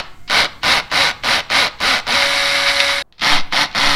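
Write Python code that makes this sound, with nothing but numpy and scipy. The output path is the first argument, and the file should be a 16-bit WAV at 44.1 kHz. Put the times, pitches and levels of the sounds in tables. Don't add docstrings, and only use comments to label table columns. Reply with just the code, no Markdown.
import sys
import numpy as np
from scipy import signal
from scipy.fft import rfft, irfft, next_fast_len
from scipy.io import wavfile
from scipy.ndimage import uniform_filter1d, map_coordinates

SR = 44100
rng = np.random.default_rng(int(sys.argv[2]) if len(sys.argv) > 2 else 0)


def magnitude_from_level(level_db):
    exponent = np.asarray(level_db, float) / 20
    return 10 ** exponent


def bounce(signal):
    frames = np.transpose(np.atleast_2d(signal))
    limited = np.clip(frames, -1, 1)
    pcm = np.round(limited * 32767).astype(np.int16)
    wavfile.write(sys.argv[1], SR, pcm)


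N = 174195
CUT_S, RESUME_S = 3.0245, 3.125

# frequency in Hz, level in dB per Hz.
KNOCK_COLOUR = [(90, -13.5), (180, -8.5), (330, -7), (480, -14.5), (800, 0), (2150, -4.5), (4550, -6.5),
                (9000, -34.5)]


def unit(x):
    return x / np.sqrt(np.mean(x ** 2) + 1e-20)


def along(points, hz):
    f, v = np.transpose(points)
    return np.interp(np.log(hz + 1), np.log(f + 1), v)


def wobble(rate):
    return map_coordinates(rng.standard_normal(N // 20), [np.arange(N) * rate / SR])


def noise():
    return rng.standard_normal(N)


def filtered(x, response):
    m = next_fast_len(N + SR // 2)
    return irfft(rfft(x, m) * response(np.fft.rfftfreq(m, 1 / SR)), m)[:N]


def coloured(x, points):
    gain = magnitude_from_level(along(points, np.fft.rfftfreq(4096, 1 / SR)))
    cepstrum = irfft(np.log(np.maximum(gain, 1e-6)))
    cepstrum[1:2048] *= 2
    cepstrum[2049:] = 0
    pulse = irfft(np.exp(rfft(cepstrum)))
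    return signal.fftconvolve(x, pulse / np.linalg.norm(pulse))[:N]


def trigger():
    # first knock, release and stop in seconds, top mesh rate in Hz, level in dB.
    pulls = [(-.19, -0.12, 0.011, 266, -12), (.2985, .375, .466, 240, -13),
             (0.632, 0.721, 0.81, 279.8, -13), (0.915, 1.021, 1.119, 280.4, -14),
             (1.236, 1.324, 1.412, 282.4, -14.5), (1.501, 1.599, 1.688, 283.5, -14),
             (1.803, 1.901, 2.0035, 281.5, -14.5), (2.068, 3.098, 3.29, 280.9, -15.5),
             (3.218, 3.337, 3.412, 146.6, -13), (3.524, 3.62, 3.668, 148, -13.5),
             (3.749, 4.102, 4.3, 142.4, -14)]
    first_knock_hz, last_knock_hz = 90.07, 65.02
    spin_up_s, brake_curve = 0.095, 1.6
    settle_db, settle_s = -0.5, 0.16
    take_up_s, take_up_db, take_up_rise_db = 0.016, -17.5, 13.5
    t = np.arange(N) / SR
    rate, share, turns, gain, braking, slack, held = np.zeros((7, N))
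    for start, release, stop, top_hz, db in pulls:
        on = (t >= start) & (t < stop) & ((t < CUT_S) | (start > RESUME_S))
        up = np.sin(np.pi / 2 * np.clip((t[on] - start) / spin_up_s, 0, 1))
        braking[on] = np.clip((t[on] - release) / (stop - release), 0, 1) ** brake_curve
        driven = first_knock_hz + (top_hz - first_knock_hz) * up
        rate[on] = driven + (last_knock_hz - driven) * braking[on]
        share[on] = rate[on] / top_hz
        turns[on] = np.ceil(turns.max()) + 1 + np.cumsum(rate[on]) / SR
        steady_s = np.maximum(np.minimum(t[on], release) - start - spin_up_s, 0)
        held[on] = 1 - np.exp(-steady_s / settle_s)
        gain[on] = magnitude_from_level(db + settle_db * held[on])
        before = (t >= start - take_up_s) & (t < start)
        slack[before] = magnitude_from_level(db + take_up_db + take_up_rise_db * (t[before] - start) / take_up_s)
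    return rate, share, turns, gain, braking, slack, held


def gear_knocks(rate, share, loose, gain, braking, held, slow):
    # frequency in Hz, level in dB per Hz.
    tick_colour = [(5000, -32), (6500, -5.5), (7300, 0), (7900, -1), (8600, -1), (10300, 2), (12500, -9.5),
                   (15600, -30.5)]
    knock_db, held_db, slow_db = -3, -11.5, 1
    knock_s, tick_s, tick_db = 0.0035, 0.0007, -26
    grows, slow_grows, brake_db = 0.065, 0.63, -2.5
    since = loose % 1 / np.maximum(rate, 1)

    def dying(s):
        return np.exp(-since / s) / np.sqrt(s * 140)

    force = gain * share ** (grows + slow_grows * slow) * magnitude_from_level(brake_db * braking)
    level = magnitude_from_level(knock_db + np.where(slow, slow_db, held_db * held))
    knocks = coloured(level * force * dying(knock_s) * noise(), KNOCK_COLOUR)
    edge = dying(tick_s) + 1.24 * share ** 1.7
    ticks = coloured(force * share ** (0.35 * slow) * edge * noise(), tick_colour)
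    return knocks + magnitude_from_level(tick_db) * ticks


def whirr(share, loose, gain):
    # frequency in Hz, level in dB per Hz.
    friction = [(60, -16.5), (600, -25), (800, -7), (2150, -0.5), (2400, -7.5), (3900, 0.5), (5600, -2.5),
                (8000, -47.5)]
    # centre in Hz, width in Hz, level in dB.
    housing = [(2112, 60, -16.5), (2137, 230, -23.5), (741, 31, -21), (1026, 140, -30.5), (1239, 25, -23),
               (5314, 1000, -9.5)]
    direct_db, grows, case_top_hz = -2, 1.22, 6100
    mesh = 1 + 0.18 * np.cos(2 * np.pi * loose)
    roughness = unit(magnitude_from_level(3 * wobble(1500) + 0.87 * wobble(30.04)) * noise())
    grit = gain * share ** grows * mesh * roughness

    def case(f):
        modes = 0
        for centre, width, db in housing:
            strength = magnitude_from_level(db) * 1j * f * np.sqrt(width * SR / np.pi)
            modes = modes + strength / (centre ** 2 - f ** 2 + 1j * f * width)
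        return modes / (1 + (f / case_top_hz) ** 10)

    return magnitude_from_level(direct_db) * coloured(grit, friction) + filtered(grit, case)


def mesh_hum(rate, share, turns, gain, held, slow):
    # frequency in Hz, level in dB.
    fast_hum = [(130, -11), (200, -4), (282, -12), (563, 1), (845, -3), (1400, 0), (1700, -1), (2400, -18)]
    # frequency in Hz, level in dB.
    slow_hum = [(100, -6.5), (146, -3.5), (290, 4), (435, -7), (580, -0.5), (900, 0.5), (1500, -14),
                (2500, -11.5)]
    hum_db, slow_db, unsettled_db, waver_db = -11.5, -4, -1.5, 1.2
    grows, drift_rad = 0.92, 0.15
    meshes_per_chuck_turn, chuck_depth = 9, 0.067
    orders = np.arange(1, 17)[:, None]
    drift = drift_rad * np.array([wobble(27) for _ in orders])
    phase = rng.uniform(0, 2 * np.pi, orders.shape) + drift
    waver = waver_db * np.array([wobble(20) for _ in orders])
    level = np.where(slow, slow_db + along(slow_hum, orders * rate), along(fast_hum, orders * rate))
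    lines = magnitude_from_level(level + waver) * np.cos(2 * np.pi * orders * turns + phase)
    chuck = 1 + chuck_depth * np.cos(2 * np.pi * turns / meshes_per_chuck_turn)
    return magnitude_from_level(hum_db + unsettled_db * (1 - held)) * gain * share ** grows * chuck * lines.sum(0)


def take_up(slack):
    # frequency in Hz, level in dB per Hz.
    rasp = [(400, -48), (800, -14), (2600, 2), (4200, -1), (6000, -14.5), (9000, -43.5)]
    return coloured(slack * magnitude_from_level(4.2 * wobble(300)) * noise(), rasp)


def drill():
    rate, share, turns, gain, braking, slack, held = trigger()
    slow = np.arange(N) / SR > RESUME_S
    gain = gain * magnitude_from_level(-9 * braking * slow)
    loose = turns + 0.1 * share * np.abs(wobble(200))
    knocks = gear_knocks(rate, share, loose, gain, braking, held, slow)
    hum = mesh_hum(rate, share, turns, gain, held, slow)
    return knocks + whirr(share, loose, gain) + hum + take_up(slack)


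def clicks():
    # start in seconds, peak in dB, decay in seconds.
    snaps = [
        (0.2771, -32, 0.021),
        (2.8017, -5.5, 0.0046),
        (3.1248, -38.5, 0.0011),
        (3.127, -59.5, 0.082),
        (3.181, -46, 0.023),
        (3.195, -29, 0.0043),
        (3.21, -25.5, .012),
        (3.7138, -28.5, 0.0026),
        (3.728, -26, 0.0014),
    ]
    # frequency in Hz, level in dB per Hz.
    snap_colour = [(300, -21.5), (1000, -4), (2500, 1.5), (4500, 3), (6500, -16.5), (9000, -30),
                   (15700, -50)]
    t = np.arange(N) / SR
    puffs = np.zeros(N)
    for start, db, decay in snaps:
        dying = np.exp(-np.maximum(t - start, 0) / max(decay, 1e-4))
        puffs += magnitude_from_level(db + 1) * (t >= start) * dying
    return coloured(puffs * noise(), snap_colour)


def squeak():
    start_s, long_s, top_hz, fall_hz, db = 3.32, 0.06, 3250, 1200, -18
    u = (np.arange(N) / SR - start_s) / long_s
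    pitch = top_hz - fall_hz * np.clip(u, 0, 1) ** 1.8
    swell = (abs(u - 0.5) < 0.5) * np.sin(np.pi * u)
    return magnitude_from_level(db + 1.3 * wobble(150)) * swell * np.sin(2 * np.pi * np.cumsum(pitch) / SR)


def panel(x):
    t60_s = 0.07
    t = np.arange(SR // 10) / SR
    ring = uniform_filter1d(rng.standard_normal(len(t)), size=3) * magnitude_from_level(-60 * t / t60_s)
    return signal.fftconvolve(x, ring / np.linalg.norm(ring))[:N]


def flex():
    # centre in seconds, width in seconds, signed push.
    pushes = [
        (3.35, 0.018, 0.39),
        (3.414, 0.028, -.3),
        (3.5, 0.09, 0.048),
        (3.83, .04, -0.02),
        (3.88, 0.015, .36),
        (3.93, 0.074, -0.13),
    ]
    t = np.arange(N) / SR
    return sum(push * np.exp(-0.5 * ((t - s) / width) ** 2) for s, width, push in pushes)


def garage(x, lead_db):
    # frequency in Hz, time to fall 60 dB in seconds.
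    t60 = [(200, .5), (1000, .55), (4000, .42), (9000, .26), (13000, .1)]
    hz, t, z = signal.stft(rng.standard_normal(SR // 2), SR, nperseg=256)
    tail = signal.istft(z * magnitude_from_level(-60 * t / along(t60, hz)[:, None]), SR, nperseg=256)[1]
    lead = SR // 5
    earlier = magnitude_from_level(lead_db) * coloured(noise(), KNOCK_COLOUR)[:lead]
    earlier = earlier * (np.arange(lead) < 0.16 * SR)
    answer = signal.fftconvolve(np.concatenate([earlier, x]), tail / np.linalg.norm(tail))
    return answer[lead:][:N]


def handling_rumble():
    # frequency in Hz, level in dB per Hz.
    rumble = [(1, -31), (4, 4.5), (12, -12), (30, -16), (70, -24), (130, -22.5), (350, -35), (500, -59)]
    gap = abs(np.arange(N) / SR - 3.11) < 0.085
    level = magnitude_from_level(-38.5 + wobble(6.9) - 15.5 * gap)
    return unit(filtered(noise(), lambda f: magnitude_from_level(along(rumble, f)))) * level


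def compressor():
    # frequency in Hz, level in dB.
    tones = [(708, -55), (1418, -60), (2125, -59)]
    t = np.arange(N) / SR
    whine = np.zeros(N)
    for hz, db in tones:
        whine += magnitude_from_level(db + 2.1 * wobble(20)) * np.sin(2 * np.pi * hz * t + 1.5 * wobble(30))
    return whine * (t < 0.35)


def room_air():
    first_air = [(60, -13), (300, -8), (700, -26), (2200, -18), (3500, -26), (8000, -23), (11000, -52.5)]
    # frequency in Hz, level in dB per Hz.
    later_air = [(60, 3.5), (300, 1.5), (1000, -0.5), (2000, -18.5), (5000, -31), (9000, -55)]

    def hiss(points):
        return unit(filtered(noise(), lambda f: magnitude_from_level(along(points, f))))

    return np.where(np.arange(N) / SR < CUT_S, magnitude_from_level(-55.5) * hiss(first_air), magnitude_from_level(-62) * hiss(later_air))


def scene():
    # frequency in Hz, level in dB.
    side_tone = [(30, -1), (70, 8), (300, 7), (700, 1), (1500, -1), (5000, 3), (9000, 14), (14000, 9)]
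    panel_db, garage_db, side_db = -12, -16, -36
    fade_s, fade_db = 2.924, -6.5
    t = np.arange(N) / SR
    near = drill() + clicks() + squeak()

    def in_garage(x, lead_db):
        return x + magnitude_from_level(panel_db) * panel(x) + magnitude_from_level(garage_db) * garage(x, lead_db)

    first, second = t < CUT_S, t >= RESUME_S
    fade = first * magnitude_from_level(fade_db * np.clip((t - fade_s) / (CUT_S - fade_s), 0, 1))
    takes = fade * in_garage(near * first, lead_db=-12) + in_garage(near * second, lead_db=-120)
    mid = takes + flex() + handling_rumble() + compressor() + room_air()
    side = magnitude_from_level(side_db) * filtered(mid, lambda f: 1j * magnitude_from_level(along(side_tone, f)))
    return np.array([mid + side, mid - side])


def band_limit(x):
    return signal.sosfilt(signal.butter(12, 15750, fs=SR, output="sos"), x)


def record(dry):
    ceiling, knee, top_hz = 0.95, 4, 15750
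    held = dry / (1 + abs(dry / ceiling) ** knee) ** (1 / knee)
    mix = np.array([filtered(x, lambda f: f < top_hz) for x in held])
    return band_limit(mix)


dry = scene()
out = record(dry)
bounce(out)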